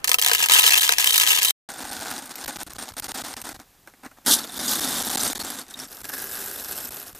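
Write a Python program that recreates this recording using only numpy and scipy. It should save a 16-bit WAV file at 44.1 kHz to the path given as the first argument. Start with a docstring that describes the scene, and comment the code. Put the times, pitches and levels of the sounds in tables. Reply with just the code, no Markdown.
"""Small plastic bricks first rain on a hard tabletop, in wide stereo: each is a noisy crack with ringing modes.
After a short silence, in mono, three bags of bricks are tipped in turn onto a wooden table and pushed about
by hand: dense random contacts shake the modes of bricks and wood, with slides, knocks and clacks on top.
The bags drop out for a few milliseconds now and then, and a faint room hiss with a whine lies below them."""
import sys
import numpy as np
from scipy import signal
from scipy.fft import rfft, irfft
from scipy.io import wavfile
from scipy.ndimage import uniform_filter1d

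SR = 44100
rng = np.random.default_rng(int(sys.argv[2]) if len(sys.argv) > 2 else 0)


def field_ratio(decibels):
    """Amplitude ratio for a level in dB (20 dB per decade); scalars and array-likes work."""
    return 10 ** (np.asarray(decibels, dtype=float) / 20)


def materialize(psi):
    """Save the field psi as 16-bit PCM at rate SR to the path in sys.argv[1].

    A 1-D psi becomes a single channel; in a 2-D psi each row is a channel.
    """
    bounded = np.clip(np.atleast_2d(psi).T, -1, 1)
    quanta = np.round(bounded * 32767).astype(np.int16)
    wavfile.write(sys.argv[1], SR, quanta)


N = 317079
RAIN_N = round(1.6 * SR)   # samples in the rain part
RAIN_ENDS_S, BAGS_START_S = 1.509, 1.688

# Frequencies on which every filter is drawn
GRID = 8192
GRID_HZ = np.maximum(np.arange(GRID // 2 + 1) * SR / GRID, 1)

# Bricks landing on the hard top. Each row: time in seconds, relative level in dB, the brick's own ring in Hz,
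# tabletop thump in dB relative to the landing.
LANDINGS = [(0.0437, -2.5, 6800, -18.5), (0.0749, -7, 6600, -28), (0.0793, -2.5, 8410, -31),
            (0.0928, -0.5, 5850, -16.5), (0.1156, 1, 3440, -20.5), (0.1314, -6.5, 8300, -29),
            (0.1423, 1, 2640, -19), (0.185, -5, 3140, -13.5), (0.191, -10, 2950, -31),
            (0.195, -6.5, 2820, -37), (0.2152, -3, 8500, -31), (0.2233, -1.5, 3280, -24),
            (0.2346, -4.5, 6200, -20), (0.2466, -2.5, 3270, -24), (0.2624, 1, 3500, -22),
            (0.2754, -4, 3780, -24), (0.2842, -1, 7600, -27), (0.2954, -7, 3900, -15),
            (0.3145, -2, 2920, -14), (0.3341, 1.5, 2870, -32), (0.3491, -0.5, 2840, -23),
            (0.4025, -10.5, 3370, -9.5), (0.4254, -4, 6000, -35), (0.43, -1.5, 7600, -28),
            (0.4598, -2.5, 7460, -22), (0.4859, -5.5, 3080, -27), (0.497, 1, 3920, -21.5),
            (0.5095, -2.5, 2800, -15.5), (0.5244, -7, 2910, -26), (0.5538, -10.5, 3680, -9),
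            (0.5774, -6, 5530, -23), (0.5853, 0, 5690, -16), (0.5937, -9, 3860, -17),
            (0.6095, -4, 3790, -25), (0.6398, -1, 2890, -18.5), (0.6644, 1, 2930, -25),
            (0.6772, -1.5, 2940, -21.5), (0.693, -5, 3510, -31), (0.706, -1.5, 5630, -28),
            (0.7228, -3, 6800, -31), (0.776, -2, 3770, -26), (0.8206, -4, 6530, -24),
            (0.841, -6, 6700, -18), (0.877, -7, 4900, -21), (0.8914, 1, 3860, -16),
            (0.9223, 1, 6000, -24.5), (0.9834, 1, 5700, -27), (0.9984, -2, 3950, -22.5),
            (1.006, -5.5, 6590, -29.5), (1.015, -9.5, 6820, -36), (1.0432, -0.5, 2950, -30),
            (1.0595, -7, 7720, -15), (1.0724, -1.5, 3100, -20), (1.1069, -2, 3540, -16),
            (1.1308, -5, 8010, -28), (1.1414, -2.5, 2830, -35.5), (1.1583, 0, 2900, -21.5),
            (1.1788, 2, 6000, -26), (1.1986, -0.5, 3000, -22.5), (1.2106, -2.5, 3000, -26.5),
            (1.2163, -1, 7890, -26.5), (1.2335, -6.5, 8160, -32), (1.2374, -5.5, 7630, -27),
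            (1.274, -2.5, 2970, -20), (1.2844, -3.5, 7550, -23.5), (1.294, -5, 6700, -31),
            (1.3168, -5.5, 6300, -24.5), (1.351, -8, 6540, -27.5), (1.374, -4.5, 2900, -24),
            (1.3864, -0.5, 2930, -31), (1.4197, -6.5, 4700, -24), (1.4298, 0.5, 5690, -27),
            (1.4481, 0.5, 2840, -19), (1.495, -7.5, 6570, -30.5)]
# Weaker landings and bounces, at random between them. Each row: time in seconds, relative level in dB.
BOUNCES = [(.03, -75), (.2, -81), (.26, -47), (.44, -38), (.48, -60), (.52, -31.5), (.85, -36.5),
           (.93, -42.5), (.975, -53), (1.0, -40.5), (1.25, -37), (1.37, -37.5), (1.41, -42), (1.5, -39)]
BOUNCES_PER_S, BOUNCE_SPREAD_DB = 400, 2
# Tone of the cracks. Each row: frequency in Hz, relative gain in dB.
RAIN_COLOUR = [(24, -60), (40, -29), (255, -32.5), (476, -19.5), (627, -23.5), (983, -8), (1430, -28.5),
               (1660, -3), (2880, -5), (15800, -10)]
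# Modes of the hard tabletop. Each row: frequency in Hz, width in Hz, relative level in dB.
HARD_TOP = [(473, 33, -13.5), (729, 28, -13), (973, 53, -3.5), (1274, 46, -1.5), (1675, 117, 6.5)]
# Modes of the commonest small brick. Each row: frequency in Hz, width in Hz, relative level in dB.
BOUNCE_RINGS = [(2894, 180, 7), (3550, 140, 4.5), (7050, 850, 7.5)]
# Each brick's own ring: relative level, sharpness (frequency over width), overtone relative to the ring
OWN_RING_DB, OWN_RING_Q, OVERTONE_DB = -25, 19., -6
# Two close microphone ports. Each row: frequency in Hz, phase in radians by which the left leads.
PORT_PHASE = [(450, 0.), (1300, 2.6), (3300, 4.2), (4200, 1.3), (6400, 1.0), (15000, .6)]
# Balance of the ports. Each row: frequency in Hz, gain of left over right in dB.
LEFT_LEAN = [(250, -2), (950, 8), (1900, 4), (7500, -0.6)]

# Pouring and pushing, one curve for each bag. Each row: time in seconds, rattle level in dB.
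POUR = [
    [(1.69, -39), (1.8, -40), (1.93, -36), (2.125, -37), (2.229, -38.5), (2.285, -50), (2.35, -45.5),
     (2.45, -34.5), (2.516, -40.5), (2.624, -38.5), (2.712, -45), (2.795, -36.5), (2.879, -39),
     (3.25, -34.5), (3.334, -38), (3.554, -42.5), (3.618, -52.5), (3.654, -75.5), (4.24, -74)],
    [(4.25, -49.5), (4.35, -29), (4.396, -33.5), (4.485, -44.5), (4.563, -34.5), (4.66, -29), (4.82, -28),
     (5.006, -30), (5.254, -27.5), (5.322, -33), (5.45, -37), (5.605, -38), (5.673, -57.5), (5.761, -52.5),
     (5.84, -45)],
    [(5.876, -47), (6.116, -41), (6.17, -36.5), (6.778, -36), (6.974, -39.5), (7.042, -44.5), (7.122, -48),
     (7.19, -43.5)],
]
# Times in seconds at which the second and third bag take over.
BAG_CHANGES_S = [4.25, 5.87]
# One row for each bag: contacts per second at a rattle of -35.5 dB, odd pieces in dB relative to the rattle,
# added drum gain below 150 Hz in dB.
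BAG_FLOW = [(682, -22, -3.5), (700, -16, 0), (1510, -23, 2.5)]
# Tone of the rattle, one curve for each bag. Each row: frequency in Hz, relative gain in dB.
BAG_COLOURS = [
    [(1060, -29.5), (1800, -11), (2640, 2), (3710, 1), (8140, -3), (8900, -4.5), (15200, -9)],
    [(1060, -37), (1800, -11.5), (2480, -2), (3610, 10.5), (8280, 9), (12700, 6), (15200, 2.5)],
    [(1060, -9.5), (1800, -36), (2480, -1), (5350, -6.5), (8820, -3.5), (11900, 1.5), (15200, -9.5)],
]
# Modes of the commonest piece, one list for each bag. Each row: frequency in Hz, width in Hz,
# level in dB relative to the rattle.
BAG_MODES = [
    [(8940, 180, -7)],
    [(3630, 170, -10.5), (8320, 130, -13), (10970, 540, -9.5)],
    [(5350, 590, -10.5), (7800, 1000, -10), (11880, 243, -3), (14550, 290, -10)],
]
# Tone of the wooden table. Each row: frequency in Hz, relative gain in dB.
TABLE_COLOUR = [(18, -36), (30, -2.5), (158, -13), (257, 0.5), (433, -6), (773, -2), (1020, -4.5),
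                (1490, 0), (2600, -10), (3380, -19.5), (5720, -120)]
# Modes of the wood, one list under each bag. Each row: frequency in Hz, width in Hz,
# level in dB relative to the table.
TABLE_MODES = [
    [(273, 44, -13), (760, 150, -6), (1480, 125, -3)],
    [(249, 41, -8), (725, 92, -16), (1425, 250, -7.5)],
    [(400, 14, -13.5), (1660, 180, -6)],
]
# Table level in dB under each bag at a pour of -35 dB.
TABLE_DB = [-38, -38, -41.5]
TABLE_FOLLOWS = 0.76   # dB of table for each dB of pour
# The table's highest mode, as hands and heap cover the wood. Each row: time in seconds, added level in dB.
TOP_MODE = [(2.16, 0), (2.26, -2), (4.2, -9), (6.0, -2), (6.1, 9), (6.35, 5), (7.19, -5)]
# Short slides of a few pieces or a whole heap. Each row: start in seconds, hold in seconds, rattle in dB,
# table in dB relative to the slide's rattle.
SLIDES = [(2.307, 0.011, -36.5, -5), (2.482, 0.014, -33, -0.5), (3.877, 0.019, -58, 2),
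          (4.036, 0.031, -51, 7.5), (4.173, .008, -54, 3), (4.267, 0.037, -20, -7.5),
          (4.311, 0.03, -15, -17), (4.681, 0.057, -25.5, -9), (5.703, .025, -46.5, -4),
          (5.774, 0.075, -39.5, -2), (6.133, 0.0064, -33, -3.5), (7.057, 0.024, -44, -5)]
SLIDE_RISE_DB_PER_S, SLIDE_FALL_DB_PER_S = 3000., 750.
# Single knocks out of the pile. Each row: time in seconds, relative level in dB,
# table thud in dB relative to the knock.
KNOCKS = [(1.789, -34, 4.5), (1.931, -22, -9), (1.992, -28, -6), (2.021, -32, 2), (2.056, -28.5, 3.5),
          (2.113, -22.5, 1), (2.257, -27, -14), (2.356, -22, -21), (2.383, -28.5, -1), (2.462, -27, -19),
          (2.4794, -19.5, -5), (2.57, -24.5, -7), (2.601, -28, -25), (2.632, -20, -19), (2.734, -27.5, -24),
          (2.981, -22.5, -10), (2.9978, -18.5, -10), (3.043, -19.5, -10), (3.1168, -25, -15),
          (3.147, -23.5, -17), (3.2674, -35, -23), (3.416, -22, -25), (3.283, -27, -5), (3.49, -22, -8),
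          (3.8741, -38.5, 5), (3.937, -50, 8), (4.114, -47, 6), (4.2513, -36, -11), (4.262, -13, -8.5),
          (4.445, -26, -2.5), (5.331, -19.5, -2.5), (5.682, -36, -9), (6.0434, -25, -4), (6.0527, -24, -8),
          (6.096, -23.5, -4)]
# Pieces that click and ring out of the second heap. Each row: time in seconds, relative level in dB,
# ring in Hz.
CLACKS = [(4.983, -15, 10740), (5.103, -22, 7300), (5.178, -17, 7300), (5.201, -14.5, 6180),
          (5.232, -10, 8930), (5.2767, -11.5, 8330), (5.3986, -21, 4350), (5.4095, -18, 4350),
          (5.5019, -18, 10880), (5.5912, -26.5, 8800), (5.7387, -24.5, 3710), (5.799, -21, 5500)]
# Brief dropouts. Each row: start in seconds, length in milliseconds.
CHOKES = [(1.8368, 5.2), (1.907, 3.2), (1.996, 3.3), (2.449, 10), (2.465, 11), (2.5714, 14.6), (2.6331, 32),
          (2.687, 9.7), (2.736, 12.6), (2.7668, 17), (2.913, 6.5), (2.9232, 14.3), (2.9418, 25.7),
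          (3.0027, 20), (3.069, 12.8), (3.121, 21), (3.2232, 14.4), (3.344, 21), (3.4256, 14),
          (3.531, 12.4), (3.57, 22), (4.583, 7.1), (4.667, 2.3), (4.799, 6.8), (5.028, 6), (5.09, 6),
          (5.1605, 11.8), (5.188, 4.5), (5.2382, 3), (5.3333, 16.5), (5.3811, 11.4), (5.428, 6.5),
          (6.021, 12.6), (6.895, 11.5), (7.1334, 13.5)]
# Tone of the steady noise. Each row: frequency in Hz, relative gain in dB.
HISS = [(15, -26), (25, 0), (64, -11.5), (128, -7.5), (295, -14.5), (2520, -20.5), (11900, -22.5),
        (15200, -22.5)]
HISS_DB = -57.5


def rms_one(x):
    """Scale to an average strength (rms) of 1."""
    return x / np.sqrt(np.mean(x ** 2) + 1e-20)


def in_time(rows):
    """Draw each column of a timed table as a curve with a value at every sample."""
    s, *columns = np.transpose(rows)
    return [np.interp(np.arange(N) / SR, s, c) for c in columns]


def at_hz(points):
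    """Draw a curve over frequency on the filter grid, straight in log frequency."""
    hz, value = np.transpose(points)
    return np.interp(np.log(GRID_HZ), np.log(hz), value)


def colour(x, gain_db):
    """Filter to the given gain without sounding early: minimum phase from the folded cepstrum."""
    cepstrum = irfft(gain_db * np.log(10) / 20, GRID)
    cepstrum[1:GRID // 2] *= 2
    cepstrum[GRID // 2 + 1:] = 0
    response = irfft(np.exp(rfft(cepstrum)), GRID)
    return signal.oaconvolve(x, response)[:len(x)]


def resonate(x, hz, width_hz):
    """One vibrating mode as a two-pole filter: the narrower it is, the longer it rings."""
    r = np.exp(-np.pi * width_hz / SR)
    return signal.lfilter([1, 0, -1], [1, -2 * r * np.cos(2 * np.pi * hz / SR), r * r], x + 1e-18)


def low_pass(x, cut_hz):
    """Cut the top steeply."""
    return signal.sosfilt(signal.ellip(8, .5, 55, cut_hz, fs=SR, output="sos"), x)


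def high_pass(x, cut_hz):
    """Cut the low end gently."""
    return signal.sosfilt(signal.butter(2, cut_hz, "high", fs=SR, output="sos"), x)


def typed(rows, extra_db, count):
    """Turn table rows into single-sample clicks at their times and levels."""
    rows, out = np.array(rows), np.zeros(count)
    out[np.round(rows[:, 0] * SR).astype(int)] = field_ratio(rows[:, 1] + extra_db)
    return out


def scattered(per_s, spread_db, count):
    """Random contacts, many weak and few strong; rms 1 whatever the rate."""
    sizes = field_ratio(spread_db * np.minimum(rng.exponential(1, count), 4))
    happens = rng.random(count) < per_s / SR
    return rms_one(sizes * happens / np.sqrt(per_s))


def burst(clicks, t60, rise_s=1e-5):
    """Each contact lets out a puff of noise that swells briefly, then falls 60 dB in t60 seconds."""
    power = signal.lfilter([1], [1, -field_ratio(-120 / (t60 * SR))], clicks ** 2 + 1e-18)
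    slow = np.exp(-1 / (rise_s * SR))
    envelope = np.sqrt(signal.lfilter([1 - slow], [1, -slow], power))
    return envelope * rng.standard_normal(len(clicks))


def rain():
    """The right port hears part of the left sound turned in phase, part of its own: a wide, phasey image."""
    bounce_gain = field_ratio(in_time(BOUNCES)[0][:RAIN_N])
    bounces = bounce_gain * scattered(BOUNCES_PER_S, spread_db=BOUNCE_SPREAD_DB, count=RAIN_N)
    # one random size (-1, 0 or 1) holds from just before each landing until the next
    landing_s = np.sort(np.array(LANDINGS)[:, 0])
    latest = np.searchsorted(landing_s, np.arange(RAIN_N) / SR + .0002)
    sizes = rng.integers(-1, 2, len(LANDINGS) + 1)[latest]
    left, other = rain_voice(bounces, sizes), rain_voice(bounces, sizes)
    turn = np.roll(irfft(np.exp(-1j * at_hz(PORT_PHASE)), GRID), GRID // 2)
    turned = signal.oaconvolve(left, turn)[GRID // 2:][:RAIN_N]
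    shared = .65
    right = shared * turned + np.sqrt(1 - shared ** 2) * other
    rumble_db = at_hz([(40, -4.5), (1500, -9.0), (5000, -31.0)])
    rumble = [field_ratio(-49.5) * rms_one(colour(v, rumble_db)) for v in rng.standard_normal((2, RAIN_N))]
    lean = at_hz(LEFT_LEAN) / 2
    pair = low_pass(np.add([colour(left, lean), colour(right, -lean)], rumble), 15470)
    after = np.maximum(np.arange(RAIN_N) / SR - RAIN_ENDS_S, 0)
    pair *= np.where(after > 0, field_ratio(-8.5 - 4300 * after), 1) * (after < .03)   # drops away almost at once
    return np.pad(pair, [(0, 0), (0, N - RAIN_N)])


def rain_voice(bounces, sizes):
    """One independent rendering of the falling bricks: crack, short tail, each brick's ring and the modes."""
    hits = typed(LANDINGS, -6., count=RAIN_N) + bounces
    crack = 1.5 * hits + burst(hits, t60=0.0045, rise_s=.00025)
    crack += field_ratio(-10.5) * burst(hits, t60=0.055, rise_s=0.00029)
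    tilt_db = 1.65 * np.log2(np.clip(GRID_HZ, 1500, 15000) / 5000)   # smaller bricks crack brighter
    tone_db = at_hz(RAIN_COLOUR) + 9.18
    out = sum(colour(crack * (sizes == k), tone_db + k * tilt_db) for k in (-1, 0, 1))
    add_own_rings(out)
    return out + rain_modes(bounces, sizes)


def add_own_rings(out):
    """A short noisy blow sets each landed brick ringing at its own pitch and one random overtone."""
    for s, level_db, hz, _ in LANDINGS:
        i = round(s * SR)
        blow = burst(np.eye(1, 1200)[0], t60=.005, rise_s=.001)
        overtone_hz = np.minimum(hz * rng.uniform(1.2, 2.3), 14000)
        ring = resonate(blow, hz, hz / OWN_RING_Q)
        ring += field_ratio(OVERTONE_DB) * resonate(blow, overtone_hz, overtone_hz / OWN_RING_Q)
        out[i:i + len(blow)] += field_ratio(level_db + OWN_RING_DB) * ring


def rain_modes(bounces, sizes):
    """Landings and bounces shake the tabletop's low modes; bounces alone ring the small bricks."""
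    out = np.zeros(RAIN_N)
    for hz, width_hz, level_db in HARD_TOP + BOUNCE_RINGS:
        blows = 1.25 * bounces * (rng.random(RAIN_N) < .35)   # a bounce catches only some modes
        spread = .07
        if hz < 2300:   # the tabletop
            thump_db = np.array(LANDINGS)[:, 3] + 3 * rng.standard_normal(len(LANDINGS))
            blows = 0.21 * blows + typed(LANDINGS, thump_db, count=RAIN_N)
            spread = .02
        blows = burst(blows, t60=0.0062, rise_s=0.00088)
        for k in (-1, 0, 1):   # the pitch shifts a little with the brick's size
            out += field_ratio(level_db - 24) * resonate(blows * (sizes == k), hz * (1 + spread * k), width_hz)
    return out


def bags():
    """The three bags in turn, played by the pour and the slides; a louder rattle is also a denser one."""
    flow_db, = in_time(sorted(sum(POUR, [])))
    changes = np.round(np.array(BAG_CHANGES_S) * SR).astype(int)
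    bag_number = np.searchsorted(changes, np.arange(N))
    drum_db = np.array(TABLE_DB)[bag_number] + TABLE_FOLLOWS * (flow_db + 35)
    slide_rattle, slide_table = slides()
    rattle_gain = np.sqrt(field_ratio(flow_db) ** 2 + slide_rattle)
    table_gain = np.sqrt(field_ratio(drum_db) ** 2 + slide_table)
    busy = np.split((rattle_gain * field_ratio(35.5)) ** .8, changes)
    top_db = np.split(in_time(TOP_MODE)[0], changes)
    settings = zip(busy, top_db, BAG_FLOW, BAG_COLOURS, BAG_MODES, TABLE_MODES)
    rattle, table = np.hstack([bag(*one) for one in settings])
    return rattle_gain * rattle + table_gain * table


def bag(busy, top_db, flow, spectrum, modes, wood):
    """Dense contacts rattle the pieces and drum on the table; returns both layers."""
    per_s, odd_db, drum_db = flow
    count = len(busy)
    contacts = scattered(np.clip(per_s * busy, 250, 15000), spread_db=4.0, count=count)
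    puffs = rms_one(burst(contacts, t60=0.0043))
    tail = rms_one(burst(contacts, t60=0.14))   # the heap and the room smear the contacts
    rattle = rms_one(colour(puffs + 0.83 * tail, at_hz(spectrum)))
    table_db = at_hz(TABLE_COLOUR) + drum_db * (GRID_HZ < 150)
    table = rms_one(colour(0.48 * puffs + tail, table_db))
    for hz, width_hz, level_db in modes:
        blows = contacts * (rng.random(count) < .25)   # only some contacts catch a given mode
        rattle += field_ratio(level_db) * rms_one(resonate(burst(blows, t60=0.019), hz, width_hz))
    for hz, width_hz, level_db in wood:
        gain = field_ratio(level_db + top_db * (hz > 1200))
        table += gain * rms_one(resonate(puffs + 0.26 * tail, hz, width_hz))
    for hz in np.geomspace(3600, 14000, 14):   # odd pieces, each chattering at its own pitch
        chatter = scattered(22. * busy, spread_db=2.5, count=count)
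        chatter = burst(chatter, t60=0.04, rise_s=.0015)
        rattle += field_ratio(odd_db) * rms_one(resonate(chatter, hz, 130.))
    return rattle, table


def slides():
    """Each slide climbs very fast, holds and dies away; returns rattle and table power."""
    t, rattle, table = np.arange(N) / SR, 0, 0
    for s, hold_s, level_db, table_db in SLIDES:
        below_db = SLIDE_RISE_DB_PER_S * np.maximum(s - t, 0)
        below_db += SLIDE_FALL_DB_PER_S * np.maximum(t - s - hold_s, 0)
        power = field_ratio(level_db - np.minimum(below_db, 99)) ** 2
        rattle = rattle + power
        table = table + power * field_ratio(table_db) ** 2
    return rattle, table


def knocks():
    """A sharp tick on plastic, made of short noise puffs, with a thud in the wood."""
    clicks = typed(KNOCKS, 0, count=N)
    tick = burst(clicks, t60=0.0033, rise_s=0.00027) + field_ratio(-12.5) * burst(clicks, t60=0.058)
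    thud = burst(typed(KNOCKS, np.array(KNOCKS)[:, 2], count=N), t60=0.048)
    return field_ratio(3.5) * high_pass(tick, 2600) + colour(thud, at_hz(TABLE_COLOUR) + 8)


def clacks():
    """A bright tick of noise, and the piece rings briefly at its own pitch."""
    clicks = typed(CLACKS, 0, count=N)
    out = field_ratio(-5.5) * high_pass(burst(clicks, t60=0.016, rise_s=.0005), 3000)
    for s, level_db, hz in CLACKS:
        i = round(s * SR)
        blow = burst(np.eye(1, min(4000, N - i))[0], t60=.04, rise_s=.0015)
        out[i:i + len(blow)] += field_ratio(level_db - 29.5) * resonate(blow, hz, 150.0)
    return out


def choke(x):
    """The signal freezes at a small offset for a few milliseconds; a high-pass then drains the frozen value."""
    open_share, frozen = np.ones(N), np.zeros(N)
    for s, length_ms in CHOKES:
        i, j = round(s * SR), round((s + length_ms / 1000) * SR)
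        open_share[i:j] = field_ratio(-45.0)
        frozen[i:j] = field_ratio(-37) * rng.choice([-1, 1])
    out = x * uniform_filter1d(open_share, size=90) + uniform_filter1d(frozen, size=120)
    return high_pass(out, 65)


def hiss():
    """Steady room and microphone noise, with a faint high whine from noise through a narrow resonance."""
    noise = rms_one(colour(rng.standard_normal(N), at_hz(HISS)))
    whine = rms_one(resonate(rng.standard_normal(N), 12300, 200.))
    return field_ratio(HISS_DB) * (noise + field_ratio(-13) * whine)


def scene():
    """Stereo rain of bricks, silence, then the mono bags with their hiss."""
    poured = low_pass(choke(bags() + knocks() + clacks()) + hiss(), 14900)
    fade_in = np.clip((np.arange(N) / SR - BAGS_START_S) / 0.0038, 0, 1)
    return rain() + poured * fade_in


def band_limit(x):
    """A steep low-pass at the top of the band."""
    return signal.sosfilt(signal.butter(12, 16810, fs=SR, output="sos"), x)


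def record(dry):
    """Peaks clip at full scale."""
    mix = np.clip(dry, -1, 1)
    return band_limit(mix)


dry = scene()
out = record(dry)
materialize(out)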